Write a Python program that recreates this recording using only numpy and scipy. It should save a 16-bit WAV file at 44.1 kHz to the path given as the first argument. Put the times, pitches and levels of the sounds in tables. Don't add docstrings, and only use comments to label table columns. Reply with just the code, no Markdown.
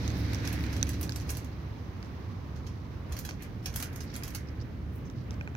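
import sys
import numpy as np
from scipy import signal
from scipy.fft import rfft, irfft
from scipy.io import wavfile
from scipy.ndimage import uniform_filter1d

SR = 44100
rng = np.random.default_rng(int(sys.argv[2]) if len(sys.argv) > 2 else 0)


def digitize_waveform(pressure):
    field = np.atleast_2d(pressure).T
    bounded = np.clip(field, -1, 1)
    quanta = np.round(bounded * 32767).astype(np.int16)
    wavfile.write(sys.argv[1], SR, quanta)


N = 245544
TIME = np.arange(N) / SR

# (time [s], relative body [dB], relative treble [dB], rattle time [s])
CLINKS = [(0.33, -44, -51, 0.0039), (0.4470, -38, -56, .008), (0.4694, -37.5, -47.5, 0.009),
          (0.524, -39.5, -46.5, .01), (0.7240, -41, -53, 0.012), (0.7620, -43, -53, 0.012),
          (0.865, -39.5, -58, 0.0057), (0.8876, -37.5, -42.5, 0.0053), (0.9290, -42.5, -57, 0.0075),
          (1.008, -41, -40.5, 0.0036), (1.0258, -39.5, -43, .012), (1.1561, -38.5, -44.5, 0.0039),
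          (1.206, -46, -60, .01), (1.2890, -35.5, -49, 0.0068), (1.3, -44.5, -37.5, .009),
          (1.347, -43.5, -57, .008), (1.3662, -41.5, -44, 0.005), (1.442, -52, -58, .005),
          (2.556, -50, -72, 0.012), (2.663, -46, -65, 0.0096), (3.1193, -40, -50, 0.0042),
          (3.163, -40.5, -52, .01), (3.186, -42, -42.5, 0.0036), (3.247, -36.5, -45.5, 0.0084),
          (3.287, -38, -57, 0.003), (3.419, -46.5, -51.5, 0.016), (3.6547, -31.5, -43, .004),
          (3.7360, -41, -54, 0.0085), (3.7564, -34, -34, 0.011), (3.7973, -37.5, -42, 0.0091),
          (3.8219, -33.5, -37, 0.006), (3.926, -52, -59, .004), (3.9563, -45, -48.5, 0.0041),
          (4.0015, -41, -54, 0.012), (4.0340, -64, -57.5, 0.0077), (4.1370, -42.5, -53.5, 0.0066),
          (4.1591, -40.5, -43, 0.006), (4.231, -38.5, -44.5, 0.022), (4.275, -41.5, -48, 0.016),
          (4.301, -51, -56, 0.003), (4.3450, -35.5, -42, 0.0082)]
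# (time [s], relative snap [dB], fragment pitch [Hz], mouth cavity level [dB])
CRACKS = [(0.0782, -33, 5900, -49), (0.3326, -35, 3870, -38), (0.3464, -34, 5300, -53),
          (0.4752, -31.5, 5170, -42), (0.6388, -36.5, 3770, -56), (0.8283, -19, 5980, -36),
          (1.0937, -30, 4220, -37.5), (1.1215, -35, 5300, -44), (2.0277, -43.5, 4580, -48),
          (3.29, -54, 5040, -35), (3.31, -41.5, 4300, -39.5), (4.155, -39, 6500, -39.5),
          (4.2245, -50, 4500, -41), (5.0998, -49.5, 5640, -62), (5.308, -42, 5400, -60),
          (5.4107, -49, 4940, -34), (5.4754, -53, 6400, -35), (5.5514, -48.5, 6000, -37.5)]


def tray(size=9000, body_db=-7, treble_db=2, tick_db=6, tick_s=0.0018, split_hz=7500, detune_hz=14):
    run_up, hit_delay_s = 2600, .0035
    hz, t60, strength = steel_modes()
    spot = rng.standard_normal((len(CLINKS), 3, len(hz), 2)) @ np.array([1, 1j]) * strength
    weights = (spot[:, :2] + 0.52 * spot[:, 2:]).reshape(-1, len(hz))
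    modes = ring(hz, t60, size) * (1 + undb(tick_db) * np.exp(-TIME[:size] / tick_s))
    low_share = 1 / (1 + (hz / split_hz) ** 10)
    detune = np.exp(2j * np.pi * detune_hz * rng.standard_normal((len(CLINKS), 1, 1)) * TIME[:size])
    bodies = (((weights * low_share) @ modes).reshape(-1, 2, size) * detune).real
    trebles = (((weights * (1 - low_share)) @ modes).reshape(-1, 2, size) * detune).real
    mean_bright_db = np.mean([high_db - low_db for _, low_db, high_db, _ in CLINKS])
    out = np.zeros((2, N))
    for (s, low_db, high_db, rattle_s), body, treble in zip(CLINKS, bodies, trebles):
        hardness_db = 0.45 * (high_db - low_db - mean_bright_db)
        push = shove(run_up, rattle_s, hardness_db)
        body = peak_to(signal.fftconvolve(body, push, axes=1), low_db + body_db, size=180)
        treble = peak_to(signal.fftconvolve(treble, push, axes=1), high_db + treble_db, size=180)
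        add(out, body + treble, s + hit_delay_s - run_up / SR)
    return out


def steel_modes(count=520, low_t60=0.21, high_t60=0.084, long_t60=.24, shimmer_db=-12):
    # (frequency [Hz], relative level [dB])
    ringing_modes = [(1632, 2), (2700, 6), (3273, 13.5), (5250, 5), (6546, 7), (10710, -3)]
    # (frequency [Hz], relative level [dB])
    crowd_colour = [(600, 7), (1100, 4.5), (1550, 9), (2150, 4.5), (2650, 10.5), (3500, 2), (4400, 5.5),
                    (6500, 2), (8500, -6), (12500, 0.5), (16000, -8.5)]
    crowd_hz = np.linspace(650, 16000, count) + rng.uniform(-60, 60, count)
    crowd_t60 = np.linspace(low_t60, high_t60, count)
    crowd_gain = colour_at(crowd_colour, crowd_hz)
    crowd_t60[::4] = long_t60
    crowd_gain[::4] *= undb(shimmer_db)
    mode_hz, mode_db = np.transpose(ringing_modes)
    mode_t60 = np.full(len(mode_hz), long_t60)
    return np.r_[crowd_hz, mode_hz], np.r_[crowd_t60, mode_t60], np.r_[crowd_gain, undb(mode_db)]


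def shove(run_up, rattle_s, hardness_db, scrape_db=-26, rattle_db=-6.5):
    scrape = contacts(.016, follow_db=0, count=45)[:, run_up:0:-1]
    hit = contacts(rattle_s, follow_db=rattle_db - hardness_db, count=10)
    return np.c_[undb(scrape_db - hardness_db) * scrape, hit]


def contacts(mean_delay_s, follow_db, count):
    push = np.zeros(4096)
    delay = rng.exponential(1, count)
    force = undb(follow_db) * rng.standard_normal(count) * np.exp(-delay / 2)
    onsets = np.minimum(delay * max(mean_delay_s, 1 / SR) * SR, len(push) - 1).astype(int)
    np.add.at(push, onsets, force)
    push[0] += 1
    return push[None]


def teeth(size=1200, snap_t60=0.0045, mouth_t60=0.015, snap_db=-3, splinter_db=-15):
    side_lag_s, front_lag_s, in_front_from_s = 0.0005, 0.00026, 1.4
    mouth_hz, mouth_gains = np.array([544, 866, 1500, 2450]), np.array([1., 1.5, 2.8, -2.5])
    out = np.zeros((2, N))
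    for s, db, hz, cavity_db in list(CRACKS) + nibbles():
        fragment = np.array([.9, 1., .6]) @ ring(hz * np.array([1, .66, 1.1]), snap_t60, size).imag
        jaw = np.exp(0.043 * rng.standard_normal())
        cavity = mouth_gains @ ring(jaw * mouth_hz, mouth_t60, size).imag
        splinters = rng.standard_normal((2, size)) * np.exp(-TIME[:size] / 0.0039)
        fractures = contacts(.0012, follow_db=-15, count=5)
        snap = signal.fftconvolve(fragment + undb(splinter_db) * splinters, fractures, axes=1)
        knock = signal.fftconvolve(cavity[None], fractures, axes=1)
        left, right = peak_to(snap, db + snap_db, size=90) + peak_to(knock, cavity_db, size=90)
        add(out[0], left, s)
        add(out[1], right, s + (side_lag_s if s < in_front_from_s else front_lag_s))
    return out


def nibbles(count=24, gap_s=0.055, hz=5360, pitch_spread=0.22, spread_db=3, mouth_db=-4):
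    # (start [s], end [s], relative snap [dB])
    spells = [(0.097, 1.25, -47.5), (5.33, 5.381, -54)]
    cracks = []
    for start, end, db in spells:
        for k, (late, loud, pitch) in enumerate(rng.standard_normal((count, 3))):
            s = start + gap_s * (k + abs(late) / 2)
            snap_db = db + spread_db * loud
            if s < end:
                cracks.append((s, snap_db, hz * np.exp(pitch_spread * pitch), snap_db + mouth_db))
    return cracks


def crumbs(count=12, size=300, spread_s=.02, crumb_db=-13, t60=.0035):
    out = np.zeros((2, N))
    for s, db, *_ in list(CLINKS) + list(CRACKS):
        for lag, loud, *pitches in rng.standard_normal((count, 6)):
            hz = np.clip(5500 * np.exp(.55 * np.array(pitches)), 1500, 15000)
            phases = np.exp(2j * np.pi * rng.random((2, 4)))
            tick = (phases @ ring(hz, t60, size)).imag / 2
            onset_s = min(s + spread_s * (abs(lag) + .2), TIME[-1])
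            add(out, tick * undb(min(db, -34) + crumb_db + 2 * loud), onset_s)
    return out


def grinding(contacts_per_s=600):
    # (middle [s], length [s], level [dB], resonance [Hz])
    shifts = [(0.544, 0.41, -49, 1910), (3.43, 0.059, -54.5, 2070), (3.825, 0.11, -54.5, 1570),
              (4.215, 0.52, -57, 1750)]
    out = np.zeros((2, N))
    grit = (rng.random((2, N)) < contacts_per_s / SR) * rng.uniform(-1.0, 1, (2, N))
    for s, length_s, db, hz in shifts:
        swell = np.exp(-2 * ((TIME - s) / length_s) ** 2)
        out += resonance(grit, hz, log_width=0.3) * swell * undb(db)
    return out


def squeaks(size=4096, slips_per_s=900, t60=0.0029, glide_hz_per_s=9000, waver=.035):
    # (middle [s], length [s], level [dB], pitch [Hz])
    licks = [(4.486, .02, -62, 5150), (4.612, 0.019, -59, 4900), (5.066, 0.018, -65.5, 6000)]
    out = np.zeros((2, N))
    t = TIME[:size] - TIME[size // 2]
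    decay = np.exp(-np.log(1000) / (t60 * SR))
    for s, length_s, db, hz in licks:
        swell = np.exp(-2 * (t / length_s) ** 2)
        slips = (rng.random(size) < slips_per_s / SR) * rng.standard_normal((2, size)) * swell
        pitch = hz * (1 + waver * walk(120)[:size]) + glide_hz_per_s * t
        carrier = np.exp(2j * np.pi * np.cumsum(pitch) / SR)
        squeak = (carrier * signal.lfilter([1], [1, -decay], slips / carrier)).imag
        add(out, peak_to(squeak, db, size=400), s + t[0])
    return out


def rasps(length_s=0.075, grain_db=3):
    # (middle [s], level [dB], resonance [Hz])
    strokes = [(.2, -57, 13000), (.62, -58, 13000), (4.105, -62.5, 4260), (4.964, -64, 13000),
               (5.197, -67.5, 4000)]
    out = np.zeros((2, N))
    friction = rng.standard_normal((2, N)) * undb(grain_db * walk(440))
    for s, db, hz in strokes:
        swell = np.exp(-np.pi * ((TIME - s) / length_s) ** 2)
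        out += resonance(friction, hz, log_width=0.24) * swell * undb(db)
    return out


def thuds(hz=72, size=2200):
    # (time [s], level [dB])
    bumps = [(1.29, -32.5), (3.117, -28.5), (3.673, -35), (4.576, -31), (5.377, -30.5)]
    out = np.zeros((2, N))
    for s, db in bumps:
        bass = np.sin(2 * np.pi * (hz * TIME[:size] + rng.random()))
        add(out, undb(db) * np.hanning(size) * bass, s - size / SR / 4)
    return out


def engine(turn_hz=35.93, wander=.003, smear=.3):
    # (multiple of the turning rate, relative level [dB])
    orders = [(2, 4), (3, 1), (5, -7.5), (7, -6.5), (8, -6.5), (9, -9.5)]
    # (time [s], level [dB])
    fade = [(.9, -34.5), (1.33, -43), (1.6, -52.5)]
    phase = 2 * np.pi * np.cumsum(turn_hz * (1 + wander * walk(6.11))) / SR
    drone = sum(undb(db) * np.sin(k * phase + smear * (k - 2) * walk(30)) for k, db in orders)
    return unit(drone) * undb(curve(fade))


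def traffic():
    # (frequency [Hz], relative level [dB])
    rumble_colour = [(22, -45.5), (35, -14.5), (52, -7), (72, -1), (110, -2.5), (160, -9), (220, -13.5),
                     (300, -16.5), (420, -24), (650, -36.5), (1200, -61), (3000, -66.5)]
    # (later level [dB], extra before the cross-fade [dB], drift [dB/s])
    rumble_levels = (-40.5, 5.9, 0.55)
    # (time [s], level before the low-pass [dB])
    tyre_swell = [(0, -62), (2.5, -54), (4.3, -62)]
    rumble = stereo_noise(rumble_colour) * undb(cross_fade(*rumble_levels))
    roar = stereo_noise([(450, -14.5), (800, -4.5), (1100, -2.5), (1700, -18.5)])
    tyres = roar * undb(curve(tyre_swell))
    return rumble + signal.sosfilt(signal.butter(2, 2000, fs=SR, output="sos"), tyres)


def murmur(waver_db=1.34):
    # (frequency [Hz], relative level [dB])
    colour = [(150, 1), (480, 9), (700, 3), (1400, -3.5), (2100, -5), (3000, -9.5), (5000, -30),
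              (8500, -42), (13000, -25.5)]
    # (later level [dB], extra before the cross-fade [dB], drift [dB/s])
    levels = (-53, 5, -0.42)
    return stereo_noise(colour) * undb(cross_fade(*levels) + waver_db * walk(11))


def grass(flicker_db=1):
    # (frequency [Hz], relative level [dB])
    colour = [(700, 8), (1400, 0), (2000, 13.5), (3000, 3.5), (4000, 6.5), (6000, -2.5), (7800, -12.5),
              (10000, -11.5), (13000, -9), (16000, -20)]
    # (later level [dB], extra before the cross-fade [dB], drift [dB/s])
    levels = (-63.5, 9.8, -1.97)
    return stereo_noise(colour) * undb(cross_fade(*levels) + flicker_db * walk(90))


def cross_fade(later_db, extra_db, drift_db_per_s, from_s=0.58, to_s=1.59):
    opening = np.clip((to_s - TIME) / (to_s - from_s), 0, 1)
    return later_db + extra_db * opening + drift_db_per_s * (TIME - to_s)


def stereo_noise(colour):
    # (frequency [Hz], side relative to mid [dB])
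    width = [(110, -15), (250, -10), (500, -4.5), (1000, -1)]
    mid, side = rng.standard_normal((2, N))
    return unit(tint(mid + tint(side, width) * np.array([[1], [-1]]), colour))


def resonance(x, hz, log_width):
    edges = np.clip(hz * np.exp([-log_width, log_width]), 100, .48 * SR)
    return unit(signal.sosfilt(signal.butter(2, edges, "band", fs=SR, output="sos"), x))


def ring(hz, t60, size):
    return np.exp(np.outer(2j * np.pi * np.asarray(hz) - np.log(1000) / np.asarray(t60), TIME[:size]))


def tint(x, points, size=8192):
    cepstrum = irfft(np.log(colour_at(points, np.fft.rfftfreq(size, 1 / SR))))
    cepstrum[1:size // 2] *= 2
    cepstrum[size // 2 + 1:] = 0
    response = irfft(np.exp(rfft(cepstrum)))
    return signal.fftconvolve(np.atleast_2d(x), response[None], axes=1)[:, :N]


def colour_at(points, hz):
    f, db = np.transpose(points)
    return undb(np.interp(np.log(np.maximum(hz, 1)), np.log(f), db))


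def walk(rate):
    hold = int(SR / rate)
    steps = np.repeat(rng.standard_normal(N // hold + 1), hold)
    return unit(uniform_filter1d(uniform_filter1d(steps, hold), hold)[:N])


def curve(points):
    return np.interp(TIME, *np.transpose(points))


def peak_to(x, db, size):
    return x * undb(db) / np.sqrt(uniform_filter1d(np.mean(x ** 2, axis=0), size).max())


def add(out, x, s):
    i = max(int(s * SR), 0)
    out[..., i:i + x.shape[-1]] += x[..., :N - i]


def undb(db):
    return 10 ** (np.asarray(db) / 20)


def unit(x):
    return x / np.sqrt(np.mean(x ** 2))


def scene():
    garden = traffic() + murmur() + grass() + engine()
    return garden + thuds() + rasps() + squeaks() + grinding() + crumbs() + tray() + teeth()


def record(dry, top_hz=15800):
    # (frequency [Hz], gain [dB])
    right_port = [(60, 1.5), (300, 3), (600, 0.5), (1600, 4.5), (2800, 0.5), (4000, 6.5), (6100, 12),
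                  (7400, 3), (10000, 0.5), (14000, 2)]
    ports = np.array([dry[0], tint(dry[1], right_port)[0]])
    return signal.sosfilt(signal.ellip(10, .2, 80, top_hz, fs=SR, output="sos"), ports)


dry = scene()
out = record(dry)
digitize_waveform(out)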